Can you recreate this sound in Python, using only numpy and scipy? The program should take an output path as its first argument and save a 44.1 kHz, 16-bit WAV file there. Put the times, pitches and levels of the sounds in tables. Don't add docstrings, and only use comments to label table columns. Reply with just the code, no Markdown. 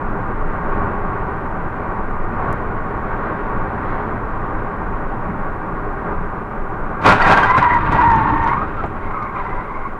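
import sys
import numpy as np
from scipy import signal
from scipy.fft import rfft, irfft, next_fast_len
from scipy.io import wavfile
from scipy.ndimage import uniform_filter1d

SR = 44100
rng = np.random.default_rng(int(sys.argv[2]) if len(sys.argv) > 2 else 0)


def dump_mix(stems):
    frames = np.atleast_2d(stems).T
    limited = np.clip(frames, -1, 1)
    pcm = np.round(limited * 32767).astype(np.int16)
    wavfile.write(sys.argv[1], SR, pcm)


N = 440559
TIME = np.arange(N) / SR


def amp(db):
    return 10 ** (np.asarray(db) / 20)


def evened(x):
    return x / np.sqrt(np.mean(x ** 2) + 1e-20)


def level(rows):
    time_s, db = np.transpose(rows)
    return amp(np.interp(TIME, time_s, db, left=-120))


def swell(s, half_s):
    return np.exp(-((TIME - s) / half_s) ** 2)


def decay(t, t60):
    return np.exp(-np.log(1000) * t / t60)


def add(mix, s, sound):
    part = mix[round(s * SR):][:len(sound)]
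    part += sound[:len(part)]


def wander(rate_hz, size=N):
    padded = next_fast_len(size)
    hz = np.fft.rfftfreq(padded, 1 / SR)
    spectrum = rfft(rng.standard_normal(padded)) * np.exp(-(hz / rate_hz) ** 2)
    return evened(irfft(spectrum, padded)[:size])


# centre in Hz, width in Hz, lift in dB.
CABIN_HZ_HZ_DB = [(113.2, 20, 4.5), (172.6, 12, 6.5), (213.8, 33, 4.5), (311.6, 36, 3.5), (409, 43, 6.5),
                  (612, 67, 3.5), (768, 87, 7.5), (904.6, 26, 8), (985, 96, 5.5), (1113, 63, 9),
                  (1212, 31, 8.5), (1450, 180, 6), (1440, 170, -0.5), (1591, 17, 9.5), (1870, 80, 6)]


def colour(x, spectrum, cabin=1., size=8192):
    hz = np.fft.rfftfreq(size, 1 / SR)
    f, db = np.transpose(spectrum)
    lift_db = sum(height * np.exp(-2 * ((hz - centre) / width) ** 2)
                  for centre, width, height in CABIN_HZ_HZ_DB)
    standing_out_db = lift_db - uniform_filter1d(lift_db, size=70)
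    gain_db = np.interp(np.log(hz + 1), np.log(f), db) + cabin * standing_out_db
    log_gain = np.log(amp(np.r_[gain_db, gain_db[-2:0:-1]]))
    response = np.fft.ifft(np.exp(np.conj(signal.hilbert(log_gain)))).real[:size // 2]
    fade_out = signal.windows.tukey(size, .5)[size // 2:]
    return signal.oaconvolve(x, response * fade_out)[:len(x)]


def resonate(x, hz, width_hz):
    turn = np.exp(2j * np.pi * np.cumsum(hz * np.ones(len(x))) / SR)
    r = np.exp(-np.pi * width_hz / SR)
    return 2 * (turn * signal.lfilter([1 - r], [1, -r], x / turn)).real


def resonant_noise(hz, width_hz, size=N):
    once = resonate(rng.standard_normal(size), hz, width_hz)
    return evened(resonate(once, hz, width_hz))


def snaps(per_s, spread_db):
    size = amp(spread_db * np.minimum(rng.exponential(1, N), 4))
    return evened(size * rng.choice([-1, 1], N) * (rng.random(N) < per_s / SR))


# frequency in Hz, density in dB per Hz.
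ROAR_HZ_DB = [(25, -12.5), (50, 1), (80, 1.5), (140, -2), (350, -3), (430, -5.5), (520, -4.5), (700, -7.5),
              (900, -3.5), (1120, -3.5), (1500, -9), (1800, -20), (2400, -26.5), (5000, -79)]
# frequency in Hz, density in dB per Hz.
TREAD_HZ_DB = [(400, -39.5), (1200, -6), (1650, 1), (2000, -3.5), (2500, -17.5), (3150, -24.5), (4000, -31),
               (5000, -41.5), (7000, -58)]
# time in seconds, reference level in dB.
ROLLING_S_DB = [(0.0, -29), (4.2, -29), (7.0, -30), (9.4, -32.5), (9.99, -34.5)]
# centre in seconds, half length in seconds, lift of roar and hiss in dB,
# further lift of hiss in dB.
COARSE_PATCHES = [(0.803, 0.17, 2.1, 0.5), (2.49, 0.1, 3, 1.7), (3.246, .3, 1.5, 2.5), (3.927, .2, 1, 4.5)]
# centre in seconds, level in dB,
# resonance in Hz, half length in seconds.
BOOMS = [(.85, -35.5, 214, 0.094), (2.497, -29.5, 110.5, 0.027), (4.107, -34.5, 98, 0.44),
         (5.357, -28, 176, 0.11), (5.95, -30.5, 402.6, 0.17), (8.033, -26, 314, .05),
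         (8.355, -23, 300, .022), (8.551, -25.5, 140, .04)]
ROAR_DB, TREAD_DB = 5.0, -12.5


def road():
    patch_db = sum(db * swell(s, half) for s, half, db, _ in COARSE_PATCHES)
    hiss_db = sum(db * swell(s, half) for s, half, _, db in COARSE_PATCHES)
    roar = evened(colour(rng.standard_normal(N), ROAR_HZ_DB, cabin=0.95))
    roar *= amp(ROAR_DB + 0.73 * wander(22.0))
    tread = evened(colour(rng.standard_normal(N), TREAD_HZ_DB, cabin=0.63))
    tread *= amp(TREAD_DB + hiss_db + 0.73 * wander(14.))
    rolling = (roar + tread) * level(ROLLING_S_DB) * amp(patch_db + 0.41 * wander(4.))
    booms = sum(resonant_noise(hz, 36.) * amp(db) * swell(s, half) for s, db, hz, half in BOOMS)
    return rolling + booms


# frequency in Hz, density in dB per Hz.
HEAVE_HZ_DB = [(4, -1), (12, -4), (18, 18), (28, -4.5), (40, -3), (55, -13), (100, -21), (500, -100)]
# centre in seconds, lift of the heave in dB.
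DIPS_S_DB = [(.04, 6.5), (.44, 6), (.97, 4), (2.22, 4.5), (3.42, 4.5), (4.23, 3.5), (4.58, 9.5), (4.9, 6),
             (6.88, 2.5), (7.23, 4), (7.85, 7), (8.72, 4), (9.6, 5)]
# frequency in Hz, density in dB per Hz.
JUDDER_HZ_DB = [(20, -13), (33, 8), (48, 0), (75, 3.5), (130, 0), (180, -5.5), (230, -7), (310, -2.5),
                (450, -16.5), (900, -53.5), (3000, -92.5)]
# time in seconds, judder in dB before JUDDER_TRIM_DB.
BRAKING_S_DB = [(7.2, -34.5), (7.75, -22.5), (7.96, -15), (8.35, -18.5), (8.7, -26), (9.4, -39),
                (9.99, -47)]
HEAVE_DB, DIP_HALF_S = 6.0, 0.07
JUDDER_TRIM_DB = -4.5
JOLT_S, JOLT_DB, JOLT_HALF_S = 7.09, -16.0, 0.039


def body():
    rocking_db = HEAVE_DB + sum(db * swell(s, DIP_HALF_S) for s, db in DIPS_S_DB)
    heave = evened(colour(rng.standard_normal(N), HEAVE_HZ_DB, cabin=0))
    heave *= level(ROLLING_S_DB) * amp(rocking_db)
    braking = level(BRAKING_S_DB) * amp(JUDDER_TRIM_DB)
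    jolt = amp(JOLT_DB) * swell(JOLT_S, JOLT_HALF_S)
    judder = evened(colour(rng.standard_normal(N), JUDDER_HZ_DB, cabin=0.25))
    judder *= (braking + jolt) * amp(1.4 * wander(30.))
    return signal.sosfilt(signal.butter(2, 800, fs=SR, output="sos"), heave + judder)


TICK_S, TICK_DB = 2.5284, -24.5


def tick():
    out = np.zeros(N)
    add(out, TICK_S, amp(TICK_DB) * np.array([0.7, 0.62, -0.2, -.6]))
    return out


# start in seconds, level in dB, ring in Hz,
# ring width in Hz, t60 in seconds.
FRAGMENTS = [(7.221, -16.5, 4560, 131, 0.034), (7.432, -31, 4000, 5000, 0.026),
             (7.568, -31, 4000, 5500, 0.012), (7.582, -41, 4500, 4500, 0.023),
             (7.63, -42, 4500, 4500, 0.017), (7.743, -32, 3970, 5500, 0.011),
             (7.922, -40, 5430, 4500, 0.056), (7.997, -42, 3960, 4500, 0.011),
             (8.161, -40.5, 5340, 2820, 0.013), (8.438, -42, 5900, 250, 0.035),
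             (8.475, -41, 3010, 3000, 0.12), (8.86, -56.5, 7000, 1800, 0.058),
             (9.224, -48, 3550, 2500, 0.087)]
# start in seconds, peak in dB, t60 in seconds.
THUMPS = [(7.586, -9, 0.047), (7.945, -9.5, 0.16), (8.62, -14.5, 0.072), (8.837, -11, 0.075)]


def wreckage():
    out, t = np.zeros(N), np.arange(SR // 4) / SR
    for s, db, hz, width, t60 in FRAGMENTS:
        pitch_hz = hz + width / 2 * wander(width, len(t))
        ring = np.sin(2 * np.pi * np.cumsum(pitch_hz) / SR)
        attack = 1 - np.exp(-t * width * 2)
        add(out, s, ring * amp(db) * decay(t, t60) * attack)
    floor_hz_db = [(50, -1.5), (170, 3.0), (350, -6.5), (750, -2),
                   (1500, -19), (5000, -52.0), (10000, -74.5)]
    for s, db, t60 in THUMPS:
        push = rng.standard_normal(len(t)) * decay(t, t60)
        knock = colour(push, floor_hz_db, cabin=.3)
        add(out, s, amp(db) * knock / abs(knock).max())
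    return out


def squeal(rows, jitter, width_hz, throb_db, throb_hz, bend=0.031):
    s, *columns = np.transpose(rows)
    t = np.arange(s[0], s[-1], 1 / SR)
    hz, db, octave_db, rough = (np.interp(t, s, c) for c in columns)
    rough, size = np.clip(rough, 0, 1), len(t)
    hop_hz = throb_hz * (1 + .4 * wander(35.16, size))
    hop = np.sqrt(rough) * np.sin(2 * np.pi * np.cumsum(hop_hz) / SR)
    pitch_hz = hz * (1 + jitter * wander(115.5, size) + bend * hop)
    phase = 2 * np.pi * np.cumsum(pitch_hz) / SR
    tone = np.zeros(size)
    for k, gain in ((1, 1), (2, amp(octave_db))):
        chatter = resonant_noise(k * hz, width_hz * np.sqrt(k), size)
        pure = np.sqrt(2 * (1 - rough)) * np.cos(k * phase)
        tone += gain * (pure + np.sqrt(rough) * chatter)
    throbbing = evened(tone * amp(throb_db * hop))
    out = np.zeros(N)
    add(out, s[0], amp(db) * throbbing * signal.windows.tukey(size, .02))
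    return out


SQUEAL_ATTACK_S, SQUEAL_RELEASE_S = 0.015, .025
SQUEAL_SAG_DB, EDGE_DROP_DB = 1.5, 15


def slip(start, length, db, first_hz, last_hz, octave_db, rough):
    attack_end = min(SQUEAL_ATTACK_S, length / 2)
    release_start = max(length - SQUEAL_RELEASE_S, length / 2)
    t = np.array([0, attack_end, release_start, length])
    drop_db = [EDGE_DROP_DB, 0, SQUEAL_SAG_DB, SQUEAL_SAG_DB + EDGE_DROP_DB]
    return [(start + s, first_hz + (last_hz - first_hz) * s / length, db - d, octave_db, rough)
            for s, d in zip(t, drop_db)]


# start in seconds, length in seconds, level in dB, first pitch in Hz,
# last pitch in Hz, octave in dB relative, roughness from 0 to 1.
SQUEALS = [(7.19, 0.32, -19, 927, 943, -12, 0.77), (7.3, .62, -25.5, 1147, 1135, -19, .75),
           (7.482, 0.058, -11.5, 976, 1007, -10.5, 0), (7.532, .07, -11.5, 1012, 1036, -14, .3),
           (7.615, 0.086, -10, 992, 978, -14.5, 0.11), (7.688, 0.076, -14.5, 975, 960, -5.5, 0.4),
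           (7.738, 0.061, -12.5, 960, 946, -13, 0.5), (7.79, 0.21, -22.5, 915, 917, -16, .5),
           (7.961, 0.67, -23.5, 1097, 1077, -19.5, 0.51), (7.976, .23, -11.5, 948.7, 911, -16.5, .1),
           (8.19, .385, -18.5, 900, 933, -13, 0.4), (8.485, 0.078, -17.5, 1000, 1115, -16, .35),
           (8.56, .11, -24, 1160, 1290, -27, 0.37), (8.774, .06, -26.5, 1303, 1310, -21, 0.55),
           (9.02, .31, -30, 1053, 1064, -11, 0.74), (9.131, .15, -26, 1254, 1223, -27, 0.3),
           (9.35, 0.076, -26.5, 1165, 1163, -20, 0.55), (9.339, .32, -29, 1008, 1000, -9, 0.72),
           (9.64, .29, -30, 1048, 1058, -12, 0.7)]
# time in seconds, mean hops per second.
HOPPING_S_HZ = [(8.4, 46), (9.3, 15)]


def tyres():
    out = np.zeros(N)
    for row in SQUEALS:
        hop_hz = np.interp(row[0], *np.transpose(HOPPING_S_HZ))
        out += squeal(slip(*row), jitter=0.0282, width_hz=140,
                      throb_db=5.0, throb_hz=hop_hz, bend=0.034)
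    return out


def panels(x, share, t60, count=220):
    t = np.arange(SR // 4) / SR
    hz = np.geomspace(1300, 9000, count) * rng.uniform(0.89, 1.01, count)
    phase = rng.uniform(0, 2 * np.pi, count)
    waves = np.sin(2 * np.pi * hz[:, None] * t + phase[:, None])
    modes = np.sqrt(hz) @ waves * decay(t, t60)
    return x + share * signal.oaconvolve(x, modes / np.linalg.norm(modes))[:N]


# time of full contact in seconds, level in dB,
# hold in seconds, fade in dB per second.
SCRAPES = [(7.207, -18.5, 0.27, 15), (7.919, -21.5, 0.086, 18), (8.48, -25.5, .005, 120),
           (8.8, -33.5, .01, 60), (9.357, -35, 0.027, 14)]
SCRAPE_RISE_S = 0.03


def dragging():
    contacts = []
    for s, db, hold, fade in SCRAPES:
        fading = amp(db - fade * np.maximum(TIME - s - hold, 0))
        contacts.append(fading * np.where(TIME < s, swell(s, SCRAPE_RISE_S), 1))
    return np.max(contacts, axis=0)


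# frequency in Hz, density in dB per Hz.
CRUMPLE_HZ_DB = [(59, -58), (100, -0.5), (224, -7.5), (286, -2.5), (329, -11.5), (420, -5), (568, -4),
                 (886, -0.5), (1200, -1), (1910, -11), (2070, -10.5), (4460, -31.5), (12500, -55.5),
                 (16200, -88), (22000, -120)]
# peak time in seconds, level in dB, rise in seconds, fall in seconds.
BLOWS = [(7.023, -25, .01, 0.063), (7.059, -19, .002, 0.017), (7.073, -5, 0.024, 0.048),
         (7.102, -7.5, 0.016, 0.044), (7.148, -19, .005, .02), (7.228, -16.5, 0.033, 0.033),
         (7.28, -9.5, 0.024, 0.052), (7.318, -7, 0.013, 0.028), (7.378, -13.5, .012, 0.041),
         (7.435, -18, .005, 0.058), (7.583, -11, 0.0073, 0.013), (7.923, -20, 0.006, 0.028)]
# frequency in Hz, density in dB per Hz.
GRIND_HZ_DB = [(60, -16), (200, -7), (450, -5.5), (650, -2), (1000, 4.5), (1450, 3), (2000, -5),
               (2700, -14.5), (4000, -27.5), (6000, -46.5), (8000, -49), (12500, -72)]
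# start in seconds, level in dB, pitch in Hz.
SHRIEKS = [(7.125, -20, 1478), (7.205, -21, 1900), (7.245, -16, 1870), (7.295, -20, 1670),
           (7.358, -13.5, 1622), (7.42, -15.5, 1585)]
SHRIEK_S, SHRIEK_SAG = .048, 0.017


def collision():
    power = np.zeros(N)
    for s, db, rise, fall in BLOWS:
        course = np.where(TIME < s, ((TIME - s) / rise) ** 2, (TIME - s) / fall)
        power += amp(db) ** 2 * np.exp(-2 * course)
    crush = evened(colour(snaps(per_s=4000, spread_db=2.5), CRUMPLE_HZ_DB, cabin=0.78))
    crush *= np.sqrt(power)
    grind = evened(colour(snaps(per_s=2400, spread_db=2.5), GRIND_HZ_DB, cabin=.7))
    grind *= dragging() * amp(2.0 * wander(35.))
    shriek = np.zeros(N)
    for s, db, hz in SHRIEKS:
        rows = slip(s, SHRIEK_S, db, hz, hz * (1 - SHRIEK_SAG), octave_db=-21., rough=0.36)
        shriek += squeal(rows, jitter=0.023, width_hz=160, throb_db=4.0, throb_hz=61.4)
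    return panels(crush + grind, share=0.24, t60=0.054) + shriek


def scene():
    return (road() + body() + tick() + wreckage() + tyres() + collision())[None]


# frequency in Hz, density in dB per Hz.
HISS_HZ_DB = [(100, 2), (4000, -4), (7000, -6.5), (12500, -7.5)]
EDGE_HZ = 12750


def record(dry, ceiling=0.76, knee=12.0, hiss_db=-66.0):
    x = dry + amp(hiss_db) * evened(colour(rng.standard_normal(N), HISS_HZ_DB, cabin=0))
    x = x / (1 + abs(x / ceiling) ** knee) ** (1 / knee)
    x = signal.lfilter(*signal.butter(1, 12, "high", fs=SR), x)
    band_limit = signal.firwin(511, EDGE_HZ, window=("kaiser", 9), fs=SR)
    return signal.oaconvolve(x, band_limit[None], "same")


dry = scene()
out = record(dry)
dump_mix(out)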